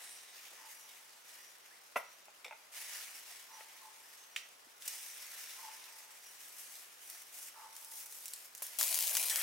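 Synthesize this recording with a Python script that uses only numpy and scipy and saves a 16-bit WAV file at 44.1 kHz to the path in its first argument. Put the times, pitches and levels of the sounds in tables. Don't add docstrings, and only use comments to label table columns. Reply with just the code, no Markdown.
import sys
import numpy as np
from scipy import signal
from scipy.fft import rfft, irfft, next_fast_len
from scipy.io import wavfile
from scipy.ndimage import uniform_filter1d, map_coordinates

SR = 44100
rng = np.random.default_rng(int(sys.argv[2]) if len(sys.argv) > 2 else 0)


def pcm_store(signal):
    levels = np.round(np.clip(np.atleast_2d(signal), -1, 1) * 32767)
    wavfile.write(sys.argv[1], SR, levels.astype(np.int16).T)


N = 415422

CLOSE_S = 8.786
TOP_HZ = 16050
# (frequency [Hz], level [dB])
FRYING_CLOSE = [(40, -52), (130, -38), (280, -30.5), (420, -20), (650, -8), (800, -10.5), (1000, -7.5),
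                (1200, -18), (1600, -19), (2150, -4), (3000, -6), (4600, -5.5), (6200, -2), (7600, -2.5),
                (10000, 1), (12800, -0.5), (15500, -4)]


def amp(db):
    return 10 ** (np.asarray(db) / 20)


def unit(x):
    return x / np.sqrt(np.mean(x ** 2) + 1e-20)


def along(points, hz):
    f, v = np.transpose(points)
    return np.interp(np.log(hz + 1), np.log(f + 1), v)


def curves(rows):
    s, *cols = np.transpose(rows)
    return [np.interp(np.arange(N) / SR, s, c) for c in cols]


def wobble(rate):
    points = rng.standard_normal(int(N * rate / SR) + 4)
    return map_coordinates(points, [np.arange(N) * rate / SR])


def filtered(x, response):
    n = x.shape[-1]
    m = next_fast_len(n + 8192)
    return irfft(rfft(x, m) * response(np.fft.rfftfreq(m, 1 / SR)), m)[..., :n]


def resonance(f, hz, width):
    return 1j * f * width / (hz * hz - f * f + 1j * f * width)


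def coloured(x, spectrum, size=2048):
    cepstrum = irfft(np.log(amp(along(spectrum, np.fft.rfftfreq(size, 1 / SR)))))
    kernel = irfft(np.exp(rfft(2 * cepstrum[:size // 2], size) - cepstrum[0]))
    return signal.fftconvolve(x, kernel[None], axes=1)[:, :N]


def add(track, s, sound):
    part = track[..., round(s * SR):][..., :sound.shape[-1]]
    part += sound[..., :part.shape[-1]]


def hiss(side_db):
    mid, side = rng.standard_normal((2, N))
    return unit(np.array([mid + amp(side_db) * side, mid - amp(side_db) * side]))


def in_yard(x, near_db, far_db, near_t60=0.11):
    # (frequency [Hz], time to fall 60 dB [s])
    yard = [(200, 0.18), (1500, 0.4), (5000, 0.41), (15000, 0.063)]
    t = np.arange(SR // 2) / SR
    near = rng.standard_normal((2, len(t))) * amp(-60 * t / near_t60) * (t > .001)
    hz, frames, z = signal.stft(rng.standard_normal((2, len(t))), SR, nperseg=256)
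    fading = z * amp(-60 * frames / along(yard, hz)[:, None])
    far = signal.istft(fading, SR, nperseg=256)[1][:, :len(t)]
    echo = amp(near_db) * near / np.linalg.norm(near[0])
    echo = echo + amp(far_db) * far / np.linalg.norm(far[0])
    echo = echo + 0.27 * echo[::-1]
    return x + signal.fftconvolve(np.atleast_2d(x), echo, axes=1)[:, :x.shape[-1]]


def heat():
    # (time [s], hold [s], frying level [dB], fine spray over frying [dB])
    flares = [(-0.1, 0.087, -55, -1.5), (0.305, 0.22, -61.5, -0.5), (0.647, 0.09, -62, 4),
              (1.23, 0.11, -62, 1.5), (2.713, 0.31, -54, 2.5), (3.24, 0.033, -57.5, 0),
              (3.667, 0.05, -62, -1), (3.967, 0.22, -71, 5.5), (4.798, 0.28, -58, 6.5),
              (5.13, 0.41, -58, 2.5), (5.495, 0.38, -61, -1.5), (5.94, 0.046, -66.5, 6),
              (6.22, 0.68, -64.5, 4), (6.97, 0.66, -66.5, 5), (7.9, 0.8, -76, 10.5), (8.59, 0.13, -61, 3)]
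    # (time [s], length [s], spray level [dB])
    jets = [(6.392, 0.42, -57.5), (6.58, 0.039, -52), (7.002, 0.22, -56), (7.321, 0.15, -51.5),
            (7.72, 0.74, -55.5), (7.907, 0.12, -51.5), (8.102, 0.089, -54.5), (8.555, 0.044, -59)]
    flare_rise_s, flare_fade_s = 0.024, 0.25
    fade_power = 1.38
    jet_rise_s, jet_fade_s = 0.0085, 0.023
    jet_frying_db = -13
    t = np.arange(N) / SR
    frying, spray = amp(-69) ** 2, amp(-68.5) ** 2
    for s, hold, db, bright_db in flares:
        age = np.maximum(t - s, 0)
        rise = 1 - np.exp(-age / flare_rise_s)
        flare = amp(db) * rise / (1 + np.maximum(age - hold, 0) / flare_fade_s) ** fade_power
        frying = frying + flare ** 2
        spray = spray + (amp(bright_db) * flare) ** 2
    for s, length, db in jets:
        age = np.maximum(t - s, 0)
        rise = 1 - np.exp(-age / jet_rise_s)
        jet = amp(db) * rise * np.exp(-np.maximum(age - length, 0) / jet_fade_s)
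        frying = frying + (amp(jet_frying_db) * jet) ** 2
        spray = spray + jet ** 2
    return 10 * np.log10(frying), 10 * np.log10(spray)


def bursts(rate, spread_db, width_db, largest):
    chance, size = rng.random(N), rng.exponential(size=N)
    place, sign = rng.standard_normal(N), rng.choice([-1, 1], N)
    ticks = (chance < rate / SR) * sign * amp(spread_db * np.minimum(size, largest))
    sides = amp(np.array([place, -place]) * width_db / 2)
    return unit(ticks * sides / np.linalg.norm(sides, axis=0))


def patchy(x, depth_db=1.5):
    z = signal.stft(x, nperseg=512)[2]
    field = uniform_filter1d(rng.standard_normal(z.shape[1:]), size=7, axis=0)
    field = uniform_filter1d(field, size=14, axis=1)
    return unit(signal.istft(z * amp(depth_db * unit(field)), nperseg=512)[1][:, :N])


def sizzle(frying_db, spray_db, count=3):
    # (frequency [Hz], level [dB])
    frying_colour = [(100, -52.5), (250, -23), (500, -11.5), (900, -7), (1150, -10), (1500, -5),
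                     (2000, -1.5), (2500, -0.5), (3300, -3), (4500, -3.5), (5900, -1.5), (7500, -4.5),
                     (9700, -5), (15500, -9)]
    pieces = [bursts(rate=230, spread_db=3.5, width_db=-2, largest=3.2) for _ in range(count)]
    crackle = sum(in_yard(ticks, near_db=10.0, far_db=7.5, near_t60=0.031) for ticks in pieces)
    fry = patchy(coloured(hiss(side_db=-2.0) + amp(3.0) * unit(crackle), frying_colour))
    spray = filtered(fry, lambda f: 1 - 1 / (1 + (f / 7000) ** 4))
    flutter_db = .8 * unit(wobble(45) + wobble(13))
    low_part = amp(frying_db + 5.0) * (fry - spray)
    bright_part = amp(spray_db + 7.0) * spray * amp([[.3], [-.3]])
    return amp(flutter_db) * (low_part + bright_part)


def close_level(s):
    sag_db_per_s, sauce_db, sauce_fade_s = 2, 2.5, 0.083
    age = np.maximum(s - CLOSE_S, 0)
    return -34.5 - sag_db_per_s * age + sauce_db * np.exp(-(age / sauce_fade_s) ** 2)


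def sizzle_close(drops, count=3):
    t = np.arange(N) / SR
    spots = [bursts(rate=1800, spread_db=4.1, width_db=5, largest=4.0) for _ in range(count)]
    crackle = sum(in_yard(ticks, near_db=-4.0, far_db=-17, near_t60=0.026) for ticks in spots)
    fry = patchy(coloured(amp(-8.5) * hiss(side_db=-2) + unit(crackle), FRYING_CLOSE))
    left_db = [(1800, -1.0), (7000, 3.5), (14000, 4.5)]
    fry = filtered(fry, lambda f: amp(np.array([[.5], [-.5]]) * along(left_db, f)))
    fat = spits(drops, breadth=2, near_db=-6, far_db=-14, low_hz=700, splash=.2, life=.005)
    level_db = close_level(t) + 0.75 * wobble(70)
    fade_in = np.clip((t - CLOSE_S) / .002, 0, 1)
    rack = (amp(level_db) * fry + fat) * fade_in
    lead_s = 9e-6
    return filtered(rack, lambda f: np.exp(1j * np.pi * f * lead_s * np.array([[1], [-1]])))


def bubbles(rate, hz, scatter, cycles, spread_db, size=1024):
    count = round(rate * N / SR)
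    start, strength, place = rng.random((count, 3)).T
    pitch = hz * np.exp(scatter * np.clip(rng.standard_normal((count, 1)), -2, 2))
    age = pitch * np.arange(size) / SR / cycles
    rings = np.exp(-2 * age) * np.sin(2 * np.pi * cycles * age * (1 + 0.024 * age))
    rings = rings * amp(-spread_db * np.log(strength + 0.017))[:, None]
    index = ((start * N).astype(int)[:, None] + np.arange(size)).ravel()

    def channel(side):
        return np.bincount(index, (rings * np.sqrt(side)[:, None]).ravel(), N + size)[:N]

    return unit(np.array([channel(place), channel(1 - place)]))


def simmer(frying_db):
    # (time [s], level [dB])
    simmer_close = [(8.8, -59), (9.0, -63), (9.17, -52), (9.27, -59), (9.33, -47), (9.42, -49)]
    close_db, = curves(simmer_close)
    far = bubbles(rate=260, hz=2200, scatter=.22, cycles=16, spread_db=3.2)
    near = bubbles(rate=900, hz=2300, scatter=.3, cycles=11, spread_db=3.5)
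    boil = amp(frying_db - 6.5) * unit(in_yard(far, near_db=1.0, far_db=-9.0))
    boil = boil + amp(close_db) * near * (np.arange(N) > CLOSE_S * SR)
    return filtered(boil, lambda f: (1j * f / (600 + 1j * f)) ** 2)


def spitting(spray_db):
    # (time [s], peak level before echoes [dB], pitch [Hz], left over right [dB])
    loud_spits = [(2.2553, -47, 7430, 0.5), (4.1774, -46, 6350, 0.5), (4.8228, -35.5, 5700, -2),
                  (4.8785, -21, 8200, 1.5), (4.882, -27, 7000, 1), (5.84, -40, 3000, 0),
                  (6.755, -37, 4500, 0), (7.0998, -29.5, 9150, 0), (7.765, -33, 8000, 0),
                  (7.847, -36, 9500, 0), (8.004, -35, 10000, 0), (8.061, -35, 9000, 0),
                  (8.125, -32.5, 8000, 0), (8.257, -30, 8050, -1.5), (8.2815, -27, 7800, -2),
                  (8.3358, -25, 7860, 0.5), (8.362, -34, 8500, 0), (8.5505, -29.5, 7400, 0.5),
                  (8.5786, -32.5, 10000, 1), (8.667, -32, 9500, 0), (8.8118, -15.5, 3500, 2),
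                  (8.8297, -11.5, 12000, 4), (8.837, -16, 9300, 3), (8.8806, -19, 9000, 3),
                  (8.928, -20, 5000, 3), (8.9445, -15.5, 10000, 3), (8.956, -17.5, 13000, 3),
                  (8.9765, -19, 10000, 3), (8.9895, -11.5, 9000, 3), (9.008, -15.5, 10000, 3.5),
                  (9.0255, -15.5, 9000, 3.5), (9.043, -20, 9000, 3), (9.072, -18, 10000, 3),
                  (9.0785, -17, 12000, 3), (9.095, -21, 7000, 3), (9.1515, -15.5, 9000, 2.5),
                  (9.1535, -19.5, 4500, 2), (9.1695, -11, 6000, 1.5), (9.1708, -21, 3000, 1.5),
                  (9.173, -18, 10000, 2), (9.2285, -19, 10000, 3), (9.239, -19.5, 10000, 3),
                  (9.285, -18.5, 8000, 3), (9.2985, -19, 4000, 2.5), (9.303, -19, 8000, 2.5),
                  (9.3592, -12, 6500, 2), (9.3602, -19, 9000, 3), (9.4145, -22, 2500, 2)]
    count = round(16 * N / SR)
    s = (np.arange(count) + rng.random(count)) / count * N / SR
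    size, pitch, place = rng.standard_normal((count, 3)).T
    level_db = spray_db[(s * SR).astype(int)] + 13 + 2.5 * np.minimum(size, 1)
    small = np.transpose([s, level_db, 8500 * np.exp(.2 * pitch), place])
    return np.vstack([loud_spits, small])


def spits(rows, breadth, near_db, far_db, low_hz, splash, life, size=256):
    out, t = np.zeros((2, N + size)), np.arange(SR // 4) / SR

    def tone(f, hz):
        return resonance(f, hz, breadth * hz) * (1j * f / (low_hz + 1j * f)) ** 2 * (f < TOP_HZ)

    for s, db, hz, pan_db in rows:
        splatter = splash * rng.standard_normal(len(t)) * amp(-60 * t / life)
        burst = np.pad(signal.unit_impulse(len(t)) + splatter, (size, 0))
        snap = filtered(burst, lambda f: tone(f, hz))
        heard = in_yard(snap / np.abs(snap).max(), near_db, far_db, near_t60=0.06)
        add(out, s, amp(db) * amp([[pan_db / 2], [-pan_db / 2]]) * heard)
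    return out[:, size:]


def steam():
    # (time [s], fade [s], centre [Hz], width [Hz], level of the shared middle [dB])
    vents = [(0, 0.26, 8900, 2200, -59.5), (0, 0.25, 8250, 300, -65), (0, 0.2, 10200, 400, -66),
             (0, 0.3, 3850, 550, -66.5), (4.88, 0.9, 5650, 1200, -62), (4.88, 0.2, 8500, 900, -59),
             (4.95, 0.5, 2300, 450, -67)]
    # (frequency [Hz], width [Hz], relative level [dB])
    wheeze_bands = [(1830, 150, 0), (3250, 150, 0), (5800, 90, 1), (6760, 90, -2), (8030, 200, 2),
                    (9500, 150, 2)]
    t, out = np.arange(N) / SR, np.zeros((2, N))
    age = t[:2 * SR]
    for s, fade, hz, width, db in vents:
        noise = rng.standard_normal((3, len(age)))
        band = unit(filtered(noise, lambda f: resonance(f, hz, width) ** 2))
        flow = (1 - np.exp(-age / .015)) * np.exp(-(age / fade) ** 2)
        stereo = band[0] + .5 * band[1:]
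        add(out, s, amp(db + 2 * wobble(25.5)[:len(age)]) * flow * stereo)

    def blister(f):
        return sum(amp(db) * resonance(f, hz, width) for hz, width, db in wheeze_bands)

    wheeze = unit(filtered(hiss(side_db=-24), blister))
    return out + amp(-43 + 1.8 * wobble(45)) * wheeze * (t > 9.297)


def dab():
    # (time [s], level before the bass cut [dB], body [Hz], time to fall 60 dB [s])
    pats = [(0.515, -61.5, 450, 0.25), (4.666, -63, 300, 0.058), (8.62, -44, 630, 0.042)]
    t = np.arange(SR // 4) / SR
    out = np.zeros((2, N))
    for s, db, hz, t60 in pats:
        pat = unit(filtered(hiss(side_db=-10)[:, :len(t)], lambda f: resonance(f, hz, 1.25 * hz) ** 2))
        add(out, s, pat * amp(db - 60 * t / t60) * (1 - np.exp(-t / 0.00082)))
    flash = unit(filtered(hiss(side_db=-8), lambda f: resonance(f, 10600, 5600)))
    flash = flash[:, :len(t)] * amp(-35.5 - 60 * t / 0.16)
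    smack = unit(filtered(hiss(side_db=-13), lambda f: resonance(f, 2000, 2600) ** 2))
    smack = smack[:, :len(t)] * amp(-41.5 - 60 * t / 0.022)
    fry = unit(coloured(hiss(side_db=-5), FRYING_CLOSE))[:, :len(t)] * amp(-52.5)
    add(out, 8.62, (flash + smack + fry) * (1 - np.exp(-t / 0.0015)))
    return filtered(out, lambda f: (1j * f / (180 + 1j * f)) ** 3)


def strike(modes, db, corner_hz, crack, low_hz, crack_t60=0.0058, scatter_db=1, detune=0):
    t = np.arange(SR // 4) / SR
    ring = 0
    for k, (hz, level, t60) in enumerate(modes):
        fade = amp(level + rng.normal(0, scatter_db) - 60 * t / t60)
        ring = ring + (-1) ** k * fade * np.sin(2 * np.pi * hz * rng.normal(1, detune) * t)
    noise = amp(-60 * t / crack_t60) * rng.standard_normal(len(t))
    snap = filtered(noise, lambda f: (1j * f / (450 + 1j * f)) ** 3)
    blow = ring + crack * snap
    blow = filtered(blow, lambda f: (1j * f / (low_hz + 1j * f)) ** 2 / (1 + 1j * f / corner_hz))
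    return amp(db) * blow / np.abs(blow).max()


def ember():
    # (frequency [Hz], level [dB], time to fall 60 dB [s])
    ember_modes = [(1270, 1, 0.0074), (1905, 2, 0.031), (2160, 8, 0.0081), (2680, 9, 0.011),
                   (3100, 6, 0.017), (3570, 6.5, 0.0044), (4700, -5, 0.0088), (7360, 9.5, 0.0013)]
    out, t = np.zeros((2, N)), np.arange(SR // 4) / SR
    for s, db in [(4.362, -22.5), (4.3648, -25)]:
        crack = strike(ember_modes, db, 9000, crack=0.7, low_hz=1300)
        add(out, s, in_yard(crack, near_db=-11, far_db=-11, near_t60=.04))
    tail = unit(filtered(hiss(side_db=-3)[:, :len(t)], lambda f: resonance(f, 4200, 6600) ** 2))
    add(out, 4.366, tail * amp(-45 - 60 * t / 0.22))
    return out * amp([[-1.1], [1.1]])


def tableware():
    # (time [s], peak level [dB], contact corner [Hz], bass corner [Hz])
    knocks = [(1.9583, -23.5, 1100, 340), (1.9612, -22, 1600, 380), (1.9679, -33.5, 4000, 900),
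              (1.9735, -34.5, 4000, 1200), (2.456, -46, 300, 600), (2.478, -49, 300, 600),
              (3.607, -42, 3020, 720)]
    # (time [s], peak level [dB], contact corner [Hz])
    clacks = [(2.4453, -37, 12000), (2.4483, -36, 6000), (2.451, -39, 3000), (2.464, -40, 3000),
              (2.481, -42, 3000)]
    # (time [s], peak level [dB], contact corner [Hz])
    taps = [(2.282, -46.5, 120), (2.5095, -37.5, 2500), (2.5125, -42, 800), (2.5245, -39, 3500),
            (2.5292, -40, 1500)]
    # (frequency [Hz], level [dB], time to fall 60 dB [s])
    table_modes, stick_modes = [(237, -11.5, 0.038), (500, 3.5, 0.022), (660, 8, 0.012), (920, 3.5, 0.02),
                                (1010, 1.5, 0.017), (1256, -4, 0.046), (1390, 0.5, 0.028),
                                (1640, -6, 0.028), (1934, 2, 0.029), (2080, 2, 0.017), (2330, -1, 0.02),
                                (2660, 0, 0.02), (3120, -9, 0.03), (3650, -9, 0.023), (4420, -27, 0.012)], [(820, -15, 0.033), (1280, -14, 0.014), (2050, -7, 0.012),
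                                               (2310, 4.5, 0.01), (2670, -5, 0.012), (3610, -2, 0.015),
                                               (5350, -6, 0.018), (7250, -8, .016)]
    rim_modes, china_modes = [(620, -5, 0.032), (860, 0, 0.034), (1470, -2, 0.015), (2150, 1, 0.016),
                              (2560, 1.5, 0.019), (3600, -13, 0.012)], [(7600, -21, 0.022), (9160, -8, 0.022), (10120, -2, .02),
                                           (11700, 0, .02), (12400, -10, .025), (14050, -8, .09)]
    out = np.zeros((2, N))
    for s, db, corner_hz, low_hz in knocks:
        knock = strike(table_modes, db, corner_hz, crack=.9, low_hz=low_hz,
                       crack_t60=.015, scatter_db=1.5, detune=.025)
        add(out, s, in_yard(knock, near_db=-3.5, far_db=-9.5, near_t60=0.072))
    for s, db, corner_hz in clacks:
        clack = strike(stick_modes, db, corner_hz, crack=.8, low_hz=600, detune=.03)
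        add(out, s, in_yard(clack, near_db=-8, far_db=-9.5))
    for s, db, corner_hz in taps:
        tap = strike(rim_modes, db, corner_hz, crack=.15, low_hz=400, detune=.02)
        add(out, s, in_yard(tap, near_db=-9, far_db=-9))
    for s, db in [(1.967, -35.5), (1.973, -41)]:
        chink = strike(china_modes, db, 14000, crack=2.9, low_hz=3000)
        add(out, s, amp([[2.5], [-2.5]]) * in_yard(chink, near_db=4.5, far_db=-1))
    return filtered(out, lambda f: (1j * f / (100 + 1j * f)) ** 2)


def chirp(length, start_hz, end_hz, tremble, taper):
    u = np.linspace(0, 1, int(length * SR))
    hz = (start_hz + (end_hz - start_hz) * u) * (1 + tremble * wobble(120)[:len(u)])
    return np.abs(np.sin(np.pi * u)) ** taper * np.sin(2 * np.pi * np.cumsum(hz) / SR)


def bird():
    # (time [s], length [s], pitch [Hz], peak level before echoes [dB])
    whistle_notes = [(0.1, 0.125, 5705, -62), (0.73, 0.155, 5779, -64), (1.375, 0.135, 5735, -64),
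                     (2.03, 0.135, 5768, -66), (3.52, 0.07, 5835, -57), (4.31, 0.135, 5752, -62),
                     (6.21, 0.12, 5693, -61.5), (7.04, 0.17, 5685, -63)]
    # (time [s], length [s], start [Hz], end [Hz], peak level before echoes [dB])
    glide_notes = [(0.02, 0.07, 1550, 2400, -66), (0.345, 0.06, 1500, 2150, -66.5),
                   (1.02, 0.06, 1400, 2400, -68), (1.35, 0.07, 1600, 2200, -67),
                   (1.645, 0.025, 2400, 1600, -66), (1.695, 0.075, 1400, 2550, -63),
                   (4.018, 0.07, 1450, 2100, -65.5), (4.139, .15, 6720, 5960, -62.5),
                   (7.15, 0.04, 1550, 2300, -65)]
    whistles, peeps = np.zeros((2, N))
    for s, length, hz, db in whistle_notes:
        add(whistles, s, amp(db) * chirp(length, hz, hz, tremble=.0035, taper=.5))
    for s, length, start_hz, end_hz, db in glide_notes:
        add(peeps, s, amp(db) * chirp(length, start_hz, end_hz, tremble=.006, taper=1))
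    near_bird = in_yard(whistles, near_db=-5.5, far_db=-12, near_t60=1.8)
    return near_bird + in_yard(peeps, near_db=-4, far_db=-4, near_t60=1)


def dog():
    # (time [s], length [s], upper tone level [dB], lower tone level [dB], rasp level [dB])
    barks = [(0.574, 0.12, -68, -61.5, -71), (3.48, 0.14, -67, -63.5, -69),
             (3.814, 0.079, -65.5, -63.5, -76), (5.576, 0.14, -61.5, -58.5, -66),
             (7.53, 0.16, -70, -60.5, -60.5)]
    upper_hz, lower_hz = 1020, 890
    sag = 0.041
    out = np.zeros(N)
    for s, length, upper_db, lower_db, rasp_db in barks:
        u = np.linspace(0, 1, int(length * SR))
        roughness = .032 * np.array([wobble(220), wobble(220)])[:, :len(u)]
        bend = 1 + sag * (.5 - u) + roughness
        phase = 2 * np.pi * np.cumsum(bend, axis=1) * [[upper_hz], [lower_hz]] / SR
        upper, lower = np.sin(phase)
        tone = amp(upper_db) * unit(upper * np.sqrt(1 - u)) + amp(lower_db) * unit(lower * np.sqrt(u))
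        noise = rng.standard_normal(SR // 2)
        rasp = unit(filtered(noise, lambda f: resonance(f, 1080, 550) ** 2))[:len(u)]
        voice = tone * amp(2.95 * wobble(110)[:len(u)]) + amp(rasp_db) * rasp
        add(out, s, np.abs(np.sin(np.pi * u)) ** 0.39 * voice)
    return in_yard(out, near_db=-3.5, far_db=-9, near_t60=2.2)


def outdoors():
    # (frequency [Hz], level [dB])
    air_colour = [(25, -49), (60, -18.5), (130, -15.5), (260, -10.5), (550, -3.5), (900, -2.5), (1300, -2),
                  (2300, -7), (3200, -4.5), (6000, -6), (16000, -22.5)]
    air = unit(coloured(hiss(side_db=-25.5), air_colour))
    wide = unit(coloured(hiss(side_db=5.0), air_colour))
    wide = filtered(wide, lambda f: f * f / (f * f + 250 ** 2))
    rush = filtered(amp(-5.0) * air + wide, lambda f: 1 / np.sqrt(1 + (f / 2200) ** 2))
    return amp(-60.5 + 0.15 * wobble(2.1)) * rush


def scene():
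    frying_db, spray_db = heat()
    drops = spitting(spray_db)
    close = drops[:, 0] > CLOSE_S
    fat = spits(drops[~close], breadth=1.2, near_db=-4.5, far_db=-8, low_hz=1100, splash=.2, life=0.014)
    grill = sizzle(frying_db, spray_db) + sizzle_close(drops[close]) + simmer(frying_db)
    grill = grill + fat + steam() + dab() + ember()
    return grill + tableware() + bird() + dog() + outdoors()


def record(dry):
    return filtered(dry, lambda hz: hz < TOP_HZ)


dry = scene()
out = record(dry)
pcm_store(out)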